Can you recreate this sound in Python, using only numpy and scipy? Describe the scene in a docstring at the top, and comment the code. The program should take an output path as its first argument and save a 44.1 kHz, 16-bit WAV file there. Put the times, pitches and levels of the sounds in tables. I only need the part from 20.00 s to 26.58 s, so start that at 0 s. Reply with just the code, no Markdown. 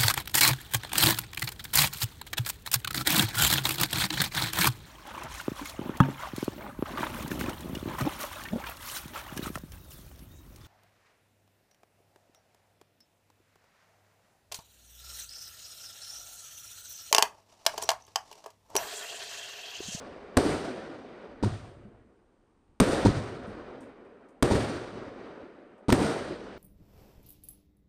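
"""Multi-shot firework at night

Outdoors: lift charges thump in their tubes, and shells burst overhead; the blasts are damped swings.
Each bang arrives as a blast, a ground echo and a few near echoes, then rolls away among distant walls,
losing its treble: banded noise under swelling and fading levels, with ragged cracks and faint night air.
Light wind rumbles on the small microphone as low noise; faint bright puffs of treble noise follow some bangs."""
import sys
import numpy as np
from scipy import signal
from scipy.fft import rfft, irfft, next_fast_len
from scipy.io import wavfile
from scipy.ndimage import uniform_filter1d

SR = 44100
rng = np.random.default_rng(int(sys.argv[2]) if len(sys.argv) > 2 else 0)


def level_to_linear(level):
    """Convert decibel levels to linear amplitude factors, elementwise."""
    exponent = np.asarray(level, float) / 20
    return 10 ** exponent


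def dump_mix(stems):
    """Bounce the given channels to the path in sys.argv[1] as a 16-bit WAV at rate SR."""
    frames = np.atleast_2d(stems).T  # one column per channel
    limited = np.clip(frames, -1, 1)  # hard clip at full scale
    pcm = np.round(limited * 32767).astype(np.int16)
    wavfile.write(sys.argv[1], SR, pcm)


N = 290178

# Shells bursting overhead. Each row: time in seconds, blast level in dB, crackle level in dB, roll level in dB.
BURSTS = [(0.3699, 0.5, -7.5, -25.5), (2.801, 2, -6, -23.5), (4.4251, 1.5, -6, -24),
          (5.924, 2.5, -7, -24.5)]
EARLIER_BURST_S, EARLIER_ROLL_DB = -0.5, -25.5   # only its roll is still heard
# Lift charges in their tubes. Each row: time in seconds, blast level in dB, crackle level in dB, roll level in dB.
LIFTS = [(1.4269, -14.5, -33.5, -26.5), (3.0506, -7.5, -28, -20.5), (4.5031, -9.5, -28.5, -22.5),
         (5.8837, -11, -23.5, -23.5)]

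# Paths from a shell to the microphone. Each row: delay in ms, sign, level in dB, ring in Hz, t60 in seconds.
BURST_PATHS = [(0, -1, 2.5, 310, .021), (3.7, 1, -1.5, 620, .016), (5.9, 1, 3.0, 285, .027),
               (2.5, 1, -14, 45, .06), (.9, 1, -7, 1100, .02), (-.3, 1, -8, 3500, .015),
               (16.2, -1, -9, 300, .02), (93, 1, -16, 310, .03), (1006, -1, -42, 265, .09)]
# Paths from a tube to the microphone. Each row: delay in ms, sign, level in dB, ring in Hz, t60 in seconds.
LIFT_PATHS = [(-.1, 1, -2.5, 290, .07), (8.0, 1, 3.9, 433, .012), (9.9, -1, -4.3, 208, .083),
              (14.8, 1, -5.5, 107, .2), (26.3, -1, -12, 304, .06), (33.3, 1, -5, 358, .03),
              (39.8, -1, -8, 280, .015), (49.5, -1, -1, 175, .011), (9.0, -1, -7, 940, .04),
              (4, -1, -17, 42, .12), (425, -1, -27, 205, .16)]

# Sharp edges of a burst. Each row: delay in ms, level at its onset in dB, length in ms.
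BURST_CRACKS = [(-.4, 0.5, .6), (.2, -2.5, 5.2)]
# Sharp edges of a lift charge. Each row: delay in ms, level at its onset in dB, length in ms.
LIFT_CRACKS = [(0, -15, 1.1), (7.8, -16, 2.1), (18, -1, 3.5)]
CRACK_RISE_DB_PER_MS, LIFT_CRACK_TOP_HZ = 0.6, 9200

# Spectrum shape of the cracks. Each row: frequency in Hz, relative level in dB per Hz.
CRACK_COLOUR = [(1140, -5), (2890, -15.5), (3490, -16), (5310, -21), (8000, -20.5), (11000, -22),
                (15000, -14.5)]
# Spectrum shape of a burst's roll. Each row: frequency in Hz, relative level in dB per Hz.
BURST_COLOUR = [(25, -22.5), (60, -8), (129, -7.5), (305, -1.5), (482, -3.5), (700, -10), (970, -17.5),
                (1240, -14), (2630, -26), (4380, -26), (7300, -32.5), (11000, -32.5), (15000, -40)]
# Spectrum shape of a lift charge's roll. Each row: frequency in Hz, relative level in dB per Hz.
LIFT_COLOUR = [(25, -24.5), (119, 3), (169, -19.5), (204, -9), (253, -16), (552, -23), (703, -19),
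               (945, -31), (1100, -23), (2500, -36), (4600, -32.5), (7000, -42), (15000, -61)]

# Walls at growing distances, in groups that each swell up and fade.
# Each row: delay in seconds, level in dB, rise in dB per second, fade in dB per second, tilt in dB per octave.
BURST_WALLS = [(.012, 12.5, 699.5, 401.5, -1.54), (.03, 6, 400.5, 260, -0.6), (.1, -2, 152.5, 109, -0.5),
               (.13, -1, 70.5, 48.5, 0.33), (.3, -14.5, 62, 33.5, 1.03), (.56, -18.5, 46, 25.5, -0.5),
               (.83, -18.5, 23.5, 34, 0.1), (1.01, -22.5, 49.5, 58, -1.5), (1.3, -26.5, 24, 21.5, -1.7)]
# The same for the lift charges.
# Each row: delay in seconds, level in dB, rise in dB per second, fade in dB per second, tilt in dB per octave.
LIFT_WALLS = [(.012, -2, 250, 250, 1.1), (.045, -8, 156, 130, -1.4), (.12, -10, 90, 77, 0.52),
              (.24, -24, 60, 63, 2.3), (.44, -27.5, 45, 62, -2.46), (.63, -35.5, 60, 55, -1.6),
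              (.9, -40.5, 22, 12, -.2)]
TILT_PIVOT_HZ = 800

# Extra loss of a burst's roll along the way: air eats the treble, small walls return little bass.
# Each row: frequency in Hz, initial loss in dB per second.
BURST_LOSS = [(30, 33.5), (80, 14.5), (150, 9), (300, 3), (1000, 0.5), (2500, 2), (5000, 14), (8000, 34),
              (13000, 54)]
# Extra loss of a lift charge's roll; negative values slow the fade.
# Each row: frequency in Hz, initial loss in dB per second.
LIFT_LOSS = [(30, -8.5), (100, 20.5), (300, -11.5), (1000, 10), (2500, 1.5), (5000, 39), (13000, 15)]
LOSS_EASES_S = 18

# Spectrum shape of the night air. Each row: frequency in Hz, relative level in dB per Hz.
NIGHT_COLOUR = [(25, 1.5), (148, -7), (233, -0.5), (340, -3), (722, -18), (895, -5.5), (1660, -19.5),
                (6210, -31), (15000, -39)]
NIGHT_DB = -71
# Faint bright puffs of treble. Each row: start in seconds, level before the crest allowance in dB, t60 in ms.
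TREBLE_PUFFS = [(3.4694, -52, 390), (3.8055, -46, 250), (4.0494, -66, 120), (4.2857, -53.5, 150),
                (4.9294, -55, 120), (5.7794, -61, 120), (6.4394, -56, 120)]
BREEZE_DB = -80.5
# Gusts on the microphone. Each row: time of the peak in seconds, level in dB, rise and fade in dB per second.
GUSTS = [(0.01, -58, 27.5), (1.55, -56, 41), (2.35, -74.5, 65.5), (2.7, -62, 108.5), (3.609, -63.5, 61.5),
         (6.45, -54, 50)]

# The small microphone: a port resonance, then a step down and the end of its range.
# Each row: frequency in Hz, gain in dB.
MICROPHONE = [(20, -2), (7600, -0.5), (8900, 7.5), (9450, 1), (9850, -8.5), (13800, -12), (14800, -27),
              (15300, -38.5), (16400, -57.5), (22050, -79)]
LIMIT_DB, LOOK_AHEAD_MS, RELEASE_DB_PER_S = -7, 3.3, 124
EDGES_HZ = 24 * 2 ** np.arange(0, 9.5, 1 / 3)   # third-octave band edges


def blasts(shots, paths, soft_hz):
    """Each path delivers the pressure step as a short damped swing, a little different per shot."""
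    out = np.zeros(N)
    luck_db = rng.normal(0, 1, (len(shots), len(paths)))
    for k, (delay_ms, sign, path_db, hz, t60) in enumerate(paths):
        clicks = np.full(N + 2 * SR, 1e-18)   # late echoes may fall after the end
        for (start, blast_db, *_), wobble_db in zip(shots, luck_db[:, k]):
            clicks[round((start + delay_ms / 1000) * SR)] = sign * level_to_linear(blast_db + path_db + wobble_db)
        decay = level_to_linear(-60 / (t60 * SR))
        turn = 2 * np.pi * hz / SR
        ring = [1, -2 * decay * np.cos(turn), decay * decay]
        out += signal.lfilter([0, np.sin(turn)], ring, clicks[:N])
    return signal.sosfilt(signal.butter(1, soft_hz, fs=SR, output="sos"), out)


def crack_power(shots, cracks):
    """Ragged shock fronts: power of a few milliseconds of loud noise that grows, then stops short."""
    t, power = np.arange(N) / SR, np.zeros(N)
    for start, _, crackle_db, _ in shots:
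        for delay_ms, crack_db, length_ms in cracks:
            age_ms = (t - start) * 1000 - delay_ms
            growth_db = CRACK_RISE_DB_PER_MS * np.clip(age_ms, 0, length_ms)
            sounding = (age_ms >= 0) & (age_ms < length_ms)
            power += level_to_linear(crackle_db + crack_db + growth_db) ** 2 * sounding
    return power


def rolls(starts, walls):
    """Per bang: time spent losing colour, and each wall group's power before losses and tilt; then the tilts."""
    t = np.arange(0, N + 32, 32) / SR   # every 32nd sample
    bangs = []
    for start, roll_db in starts:
        age = np.maximum(t - start, 0)
        fading_s = age / (1 + age / LOSS_EASES_S)   # late echoes come from few large walls: the loss eases
        levels_db = []
        for delay, wall_db, rise, fade, _ in walls:
            below_db = np.maximum(rise * (delay - age), fade * (age - delay))
            levels_db.append(roll_db + wall_db - below_db)
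        bangs.append((fading_s, level_to_linear(2 * np.array(levels_db)) * (t >= start)))
    tilts = np.transpose(walls)[4]
    return bangs, tilts


def roll_power(bangs, tilts, loss, hz):
    """Summed wall-group power in the band at hz, after tilt and the loss along the way."""
    lean = level_to_linear(2 * tilts * np.log2(hz / TILT_PIVOT_HZ))
    loss_db_per_s = at_hz(loss, hz)
    return sum(lean @ groups * level_to_linear(-2 * loss_db_per_s * fading_s) for fading_s, groups in bangs)


def echoes_and_air(lumpy_db, patchy_db):
    """Countless echoes merge into noise: powers of rolls, cracks and night air add in each band."""
    burst_starts = [(EARLIER_BURST_S, EARLIER_ROLL_DB)] + [(b[0], b[3]) for b in BURSTS]
    bursts = rolls(burst_starts, BURST_WALLS)
    lifts = rolls([(b[0], b[3]) for b in LIFTS], LIFT_WALLS)
    burst_cracks, lift_cracks = crack_power(BURSTS, BURST_CRACKS), crack_power(LIFTS, LIFT_CRACKS)
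    lumps = drift(25)   # shared by all bands
    coarse, out = np.arange(N) / 32, np.zeros(N)
    gains = zip(unit(BURST_COLOUR), unit(LIFT_COLOUR), unit(CRACK_COLOUR), unit(NIGHT_COLOUR))
    for (hz, band), (burst, lift, crack, night) in zip(noise_bands(), gains):
        burst_roll = burst ** 2 * roll_power(*bursts, BURST_LOSS, hz)
        lift_roll = lift ** 2 * roll_power(*lifts, LIFT_LOSS, hz)
        roll = burst_roll + lift_roll
        swell_db = lumpy_db * lumps + patchy_db * drift(10) / (1 + hz / 1500)
        roll = np.interp(coarse, np.arange(len(roll)), roll) * level_to_linear(2 * swell_db)
        muffled = lift_cracks / (1 + (hz / LIFT_CRACK_TOP_HZ) ** 4)   # the tube muffles its own crack
        cracks = crack ** 2 * (burst_cracks + muffled) * (hz > 1000)
        air = (night * level_to_linear(NIGHT_DB)) ** 2
        out += band * np.sqrt(roll + cracks + air)
    return out


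def treble_puffs(crest_db):
    """Faint bright puffs: treble noise that starts at once and fades, its level set down by crest_db."""
    t = np.arange(N) / SR
    shape = np.zeros(N)
    for start, puff_db, t60_ms in TREBLE_PUFFS:
        decay_db = 60000 * np.maximum(t - start, 0) / t60_ms
        shape += level_to_linear(puff_db - crest_db - decay_db) * (t >= start)
    treble = signal.butter(2, [5000, 13000], "band", fs=SR, output="sos")
    return shape * rms_one(signal.sosfilt(treble, rng.standard_normal(N)))


def wind():
    """Lumpy low noise on the microphone port: a steady breeze and a few gusts."""
    t = np.arange(N) / SR
    gusts = sum(level_to_linear(db - slope * np.abs(t - peak)) for peak, db, slope in GUSTS)
    low = signal.butter(2, [22, 90], "band", fs=SR, output="sos")
    rumble = signal.sosfilt(low, rng.standard_normal(N))
    lumpy = rumble * level_to_linear(drift(9))   # swells of 1 dB spread
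    return rms_one(lumpy) * (level_to_linear(BREEZE_DB) + gusts)


def noise_bands():
    """Third-octave bands of noise, flat per Hz, with their centres in Hz; neighbours are unrelated."""
    white = rng.standard_normal((2, N + SR // 2))   # half a second of run-in
    for k, (low, high) in enumerate(zip(EDGES_HZ, EDGES_HZ[1:])):
        band_pass = signal.butter(2, [low, high], "band", fs=SR, output="sos")
        yield np.sqrt(low * high), signal.sosfilt(band_pass, white[k % 2])[-N:]


def drift(rate_hz):
    """Slow chance of spread 1: noise through two equal low-pass poles at rate_hz."""
    pole = np.exp(-64 * np.pi * rate_hz / SR)   # runs at every 32nd sample
    chance = rng.standard_normal(N // 32 + 2002)
    slow = signal.lfilter([1], [1, -2 * pole, pole * pole], chance)[2000:]
    return np.interp(np.arange(N) / 32, np.arange(len(slow)), rms_one(slow))


def unit(spectrum):
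    """Gain per band that gives the whole spectrum unit power from white noise of spread 1."""
    centres_hz = np.sqrt(EDGES_HZ[1:] * EDGES_HZ[:-1])
    gain = level_to_linear(at_hz(spectrum, centres_hz))
    return gain / np.sqrt(np.sum(gain ** 2 * np.diff(EDGES_HZ)) * 2 / SR)


def at_hz(points, hz):
    """Reads a spectrum on a log-frequency axis."""
    points_hz, values = np.transpose(points)
    return np.interp(np.log(hz), np.log(points_hz), values)


def rms_one(x):
    """Scales to unit power."""
    return x / np.sqrt(np.mean(x ** 2) + 1e-20)


def scene():
    """Blasts, their rolls, night air, wind and treble puffs, in one channel."""
    bangs = blasts(BURSTS, BURST_PATHS, soft_hz=1500) + blasts(LIFTS, LIFT_PATHS, soft_hz=1250)
    echoes = echoes_and_air(lumpy_db=0.9, patchy_db=2.5)
    return (bangs + echoes + wind() + treble_puffs(crest_db=18.5))[None]


def microphone(x):
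    """Colours the sound in minimum phase: the port rings after a hit, never before."""
    size = next_fast_len(N + SR // 10)
    hz = np.arange(1, size // 2 + 2) * SR / size
    log_gain = np.log(level_to_linear(at_hz(MICROPHONE, hz)))
    causal = np.r_[1, np.full(size // 2, 2), np.zeros(size - size // 2 - 1)]
    cepstrum = irfft(log_gain, size) * causal
    colour = np.exp(rfft(cepstrum))
    return irfft(rfft(x, size) * colour, size)[:N]


def limiter(x):
    """Turns the gain down just before a peak passes and lets it return at a steady rate."""
    over_db = np.maximum(20 * np.log10(np.abs(x) + 1e-9) - LIMIT_DB, 0)
    ahead = round(LOOK_AHEAD_MS * SR / 1000)
    ramp = RELEASE_DB_PER_S * np.arange(N) / SR
    held = np.maximum.accumulate(over_db + ramp) - ramp
    early = np.maximum(held, np.r_[held[ahead:], np.zeros(ahead)])
    return x * level_to_linear(-uniform_filter1d(early, size=SR // 500))


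def top_cut(x):
    """Nothing passes above the cut-off."""
    return signal.sosfilt(signal.butter(12, 16370, fs=SR, output="sos"), x)


def record(dry):
    """The microphone colours the sound, then a limiter holds the peaks."""
    heard = microphone(dry[0])
    mix = limiter(heard)[None]
    return top_cut(mix)


dry = scene()
out = record(dry)
dump_mix(out)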